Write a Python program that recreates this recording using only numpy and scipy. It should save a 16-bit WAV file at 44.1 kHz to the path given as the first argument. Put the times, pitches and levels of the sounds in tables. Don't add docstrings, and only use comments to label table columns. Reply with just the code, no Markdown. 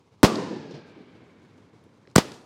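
import sys
import numpy as np
from scipy import signal
from scipy.fft import irfft
from scipy.io import wavfile

SR = 44100
rng = np.random.default_rng(int(sys.argv[2]) if len(sys.argv) > 2 else 0)


def inscribe(sig):
    pcm = np.round(np.clip(np.atleast_2d(sig).T, -1, 1) * 32767)
    wavfile.write(sys.argv[1], SR, pcm.astype(np.int16))


N = 108045

# (frequency [Hz], level [dB])
NIGHT_TONE = [(20, -46), (40, -21), (60, -20), (98, -0.5), (140, -5), (220, -7), (450, -11), (650, -19.5),
              (1000, -16.5), (1850, -31.5), (2200, -25.5), (2600, -30.5), (4000, -30), (6500, -35.5),
              (10000, -45.5), (16000, -61.5)]
# (frequency [Hz], level [dB], time to fade by 60 dB [s])
FAR_RUMBLE = [(40, -24.5, 4.5), (109, -4.5, 8.2), (241.2, 0.5, 5), (450, -6.5, 6.2), (750, -21, 6.8),
              (1050, -13, 4), (1550, -18, 5.7), (2400, -16, 3.82), (4500, -19, 2.5), (9000, -45, 1.5),
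              (16000, -57.5, 1)]
# (frequency [Hz], level [dB], time to fade by 60 dB [s])
BURST_ROLL = [(30, -25, 0.65), (71, -35, 1), (130.3, -5.5, 1.6), (227, 2.5, 1.32), (420, 1.5, 1.27),
              (648, -5.5, 1), (1060, -8.5, 0.87), (1750, -18.5, 1.23), (3000, -21.5, 1.03),
              (4800, -23.5, 1.23), (8000, -29.5, 0.74), (12000, -39, .45), (16000, -42.5, .3)]
# (frequency [Hz], level [dB], time to fade by 60 dB [s])
LAUNCH_ROLL = [(30, -45, .8), (100, -2.5, 1), (280, 0.5, 0.88), (600, -8.5, 1), (1000, -9.5, 0.79),
               (2000, -11.5, 0.6), (4500, -13, 0.57), (9000, -27, 0.72), (16000, -40, .42)]
# (final pitch [Hz],
# drop [Hz], sink time [s], width [Hz], strength [dB], clearest after [s], stays clear for [s])
SINKING_BANDS = [(790, 520, .21, 100, 13, .25, .5), (1540, 520, .32, 65, 17, .5, .33),
                 (2190, 1300, .3, 130, 8, .9, .7)]
# (time [s], level [dB],
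# rise [s], decay [s], treble cut [Hz], treble boost [dB])
SINGLE_ECHOES = [(.356, -23, 0.00067, 0.0026, 5500, 11.5), (0.502, -28.5, 0.0097, 0.046, 1910, -22),
                 (0.554, -32.5, 0.011, 0.012, 2000, -15), (0.649, -40.5, 0.0034, 0.011, 1000, -2),
                 (0.707, -39.5, 0.0022, 0.019, 5350, -4), (.734, -37, 0.014, 0.032, 4400, -2.5),
                 (0.951, -46.5, 0.033, 0.051, 692, -4), (1.15, -51.5, 0.0029, 0.02, 3980, -9),
                 (1.215, -51, 0.0031, 0.017, 2500, -0.5), (1.729, -53.5, 0.0036, 0.018, 1000, -11),
                 (1.861, -49.5, 0.0034, .008, 990, -9), (2.252, -37, 0.0014, 0.0049, 8000, -2.5),
                 (2.3178, -36, 0.0011, .0025, 9000, 19), (2.327, -48.5, 0.015, 0.023, 9000, 17)]
# (frequency [Hz], level [dB])
ECHO_TONE = [(30, -42), (70, -37.5), (130, 3), (350, 5.5), (650, -3.5), (1500, -21.5), (5000, -12.5),
             (16000, -34)]
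# (time [s], level [dB], pitch [Hz], width [octaves], swell [s])
SHORT_NOISES = [(0.2312, -13, 8000, 0.51, 0.00039), (.2391, -20, 7560, .8, 0.00019),
                (0.2498, -20, 3800, 0.38, .0004), (.735, -40, 151, 0.5, 0.0093),
                (1.84, -63.5, 10740, 0.27, 0.00024), (2.053, -56.5, 1524, 0.18, .001),
                (2.0736, -49, 1590, .3, 0.00051), (2.074, -55, 4220, 0.21, .0005),
                (2.074, -44.5, 280, 0.42, 0.0029), (2.1, -61, 5000, .35, 0.00072),
                (2.114, -59, 5130, .35, 0.00045), (2.1547, -23.5, 1430, 1.5, 0.006),
                (2.1608, 2.5, 5940, 0.27, 0.00027), (2.159, -8, 1180, .3, .0008),
                (2.1844, -21, 5440, .6, 0.0011)]
# (frequency [Hz], level [dB])
GROUND_TONE = [(60, -11), (200, 0.5), (550, 2.5), (950, 2), (2000, -7), (5000, -7), (9000, -20.5),
               (16000, -31)]
# (time [s], level [dB], push [s], suction [s], ground scatter [dB])
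SHOCK_WAVES = [(0.2314, -3.5, 0.00037, 0.0017, -27), (0.2349, -4, 0.00033, 0.0031, -5),
               (0.237, 13, 0.0016, 0.00084, 3), (0.2481, -2.5, 0.00058, .0013, 10.5),
               (2.1619, 3, .0003, 0.004, 0), (2.18, -4, 0.000083, 0.000074, 9),
               (2.182, 1.5, 0.00068, 0.0021, 7)]

BURST_S, LAUNCH_S = .233, 2.162


def amp(db):
    return 10 ** (np.asarray(db) / 20)


def unit(x):
    return x / np.sqrt(np.mean(x ** 2) + 1e-20)


def look_up(table, hz, column=1):
    columns = np.transpose(table)
    return np.interp(np.log(hz + 1), np.log(columns[0] + 1), columns[column])


def add(mix, start, sound):
    part = mix[round(start * SR):][:len(sound)]
    part += sound[:len(part)]


def noise(tone, size):
    hz = np.fft.rfftfreq(size, 1 / SR)
    return unit(irfft(amp(tone(hz)) * np.exp(2j * np.pi * rng.random(len(hz))), size))


def wander(seconds):
    return noise(lambda hz: -20 * np.log10(1 + (2 * hz * seconds) ** 2), N)


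def night_air():
    return noise(lambda hz: look_up(NIGHT_TONE, hz), N) * amp(-59 + 2 * wander(seconds=.03))


def rolling_echo(start, table, bands, level_db, rise_s):
    t, out = np.arange(N) / SR, np.zeros(N)
    hz, age, spectrum = signal.stft(rng.standard_normal(N), SR, nperseg=512, noverlap=384)
    hz = hz[:, None]
    gain = unit(amp(look_up(table, hz))) * amp(-60 * age / look_up(table, hz, column=2))
    for final, drop, sink, width, strength, clearest, span in bands:
        offset = (hz - final - drop * np.exp(-age / sink)) / width
        peak = np.exp(-offset ** 2) - .3 * np.exp(-(offset / 4) ** 2)
        gain = gain * amp(strength * peak / (1 + ((age - clearest) / span) ** 2))
    roll = signal.istft(spectrum * gain, SR, nperseg=512, noverlap=384)[1][:N]
    lumps_db = .33 * wander(seconds=.008)
    add(out, start, roll * (1 - np.exp(-t / rise_s)) * amp(level_db + lumps_db))
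    return out


def single_echoes():
    out, t = np.zeros(N), np.arange(16384) / SR
    for start, db, rise, decay, cut, treble in SINGLE_ECHOES:
        wash = noise(lambda hz: look_up(ECHO_TONE, hz) + treble * hz / (hz + 800)
                     - 10 * np.log10(1 + (hz / cut) ** 6), len(t))
        envelope = np.minimum(t / rise, 1) * np.exp(-np.maximum(t - rise, 0) / decay)
        add(out, start, amp(db) * envelope * wash)
    return out


def short_noises():
    out, t = np.zeros(N), np.arange(4096) / SR
    for start, db, pitch, octaves, swell in SHORT_NOISES:
        hiss = noise(lambda hz: -3 * (np.log2((hz + 1) / pitch) / octaves) ** 2, len(t))
        envelope = t / swell * np.exp(1 - t / swell)
        add(out, start, amp(db) * envelope * hiss)
    return out


def shock_waves():
    mic_low_hz, mic_q, mic_top_hz = 170, 1.3, 8000
    suction_db, scatter_fade_s = -1, .11
    t = np.arange(8192) / SR
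    air, scatter = np.zeros(N), np.zeros(N)
    for start, db, push_s, suction_s, scatter_db in SHOCK_WAVES:
        suction = amp(suction_db) * np.clip(1 - ((t - push_s) / suction_s) ** 2, 0, 1)
        flip = np.clip((t - push_s) * SR, 0, 1)
        add(air, start, amp(db) * (1 - flip - flip * suction))
        spray = noise(lambda hz: look_up(GROUND_TONE, hz), len(t)) * amp(-60 * t / scatter_fade_s)
        add(scatter, start, amp(db + scatter_db) * np.sqrt(push_s + suction_s) * spray)
    omega = 2 * np.pi * mic_low_hz
    ringing_bass_cut = signal.bilinear([1, 0, 0], [1, omega / mic_q, omega ** 2], SR)
    air = signal.lfilter(*ringing_bass_cut, air)
    return signal.lfilter(*signal.butter(1, mic_top_hz, fs=SR), air) + scatter


def scene():
    echoes = rolling_echo(BURST_S, BURST_ROLL, SINKING_BANDS, level_db=-20, rise_s=.017)
    echoes += rolling_echo(BURST_S, FAR_RUMBLE, SINKING_BANDS, level_db=-42.5, rise_s=.3)
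    echoes += rolling_echo(LAUNCH_S, LAUNCH_ROLL, bands=[], level_db=-31.5, rise_s=.016)
    echoes += single_echoes()
    echoes = signal.sosfilt(signal.butter(3, 96, "high", fs=SR, output="sos"), echoes)
    return (shock_waves() + short_noises() + echoes + night_air())[None]


def record(dry):
    clip_level, low_cut_hz, top_hz = .7, 36, 16200
    dip_above_db, dip_share, recover_db_per_s, react_s = -21, .15, 25, .064
    x = dry[0] / (1 + (dry[0] / clip_level) ** 4) ** .25
    power_db = 10 * np.log10(abs(signal.lfilter(np.ones(256) / 256, 1, x ** 2)) + 1e-12)
    fall = np.arange(N) / SR * recover_db_per_s
    held_db = np.maximum.accumulate(power_db + fall) - fall
    excess_db = np.maximum(held_db - dip_above_db, 0)
    smoothing = np.exp(-1 / (react_s * SR))
    x = x * amp(-dip_share * signal.lfilter([1 - smoothing], [1, -smoothing], excess_db))
    x = signal.sosfilt(signal.butter(2, low_cut_hz, "high", fs=SR, output="sos"), x)
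    treble_cut = signal.firwin(255, top_hz, window=("kaiser", 9), fs=SR)
    return signal.oaconvolve(x, treble_cut, "same")[None]


dry = scene()
out = record(dry)
inscribe(out)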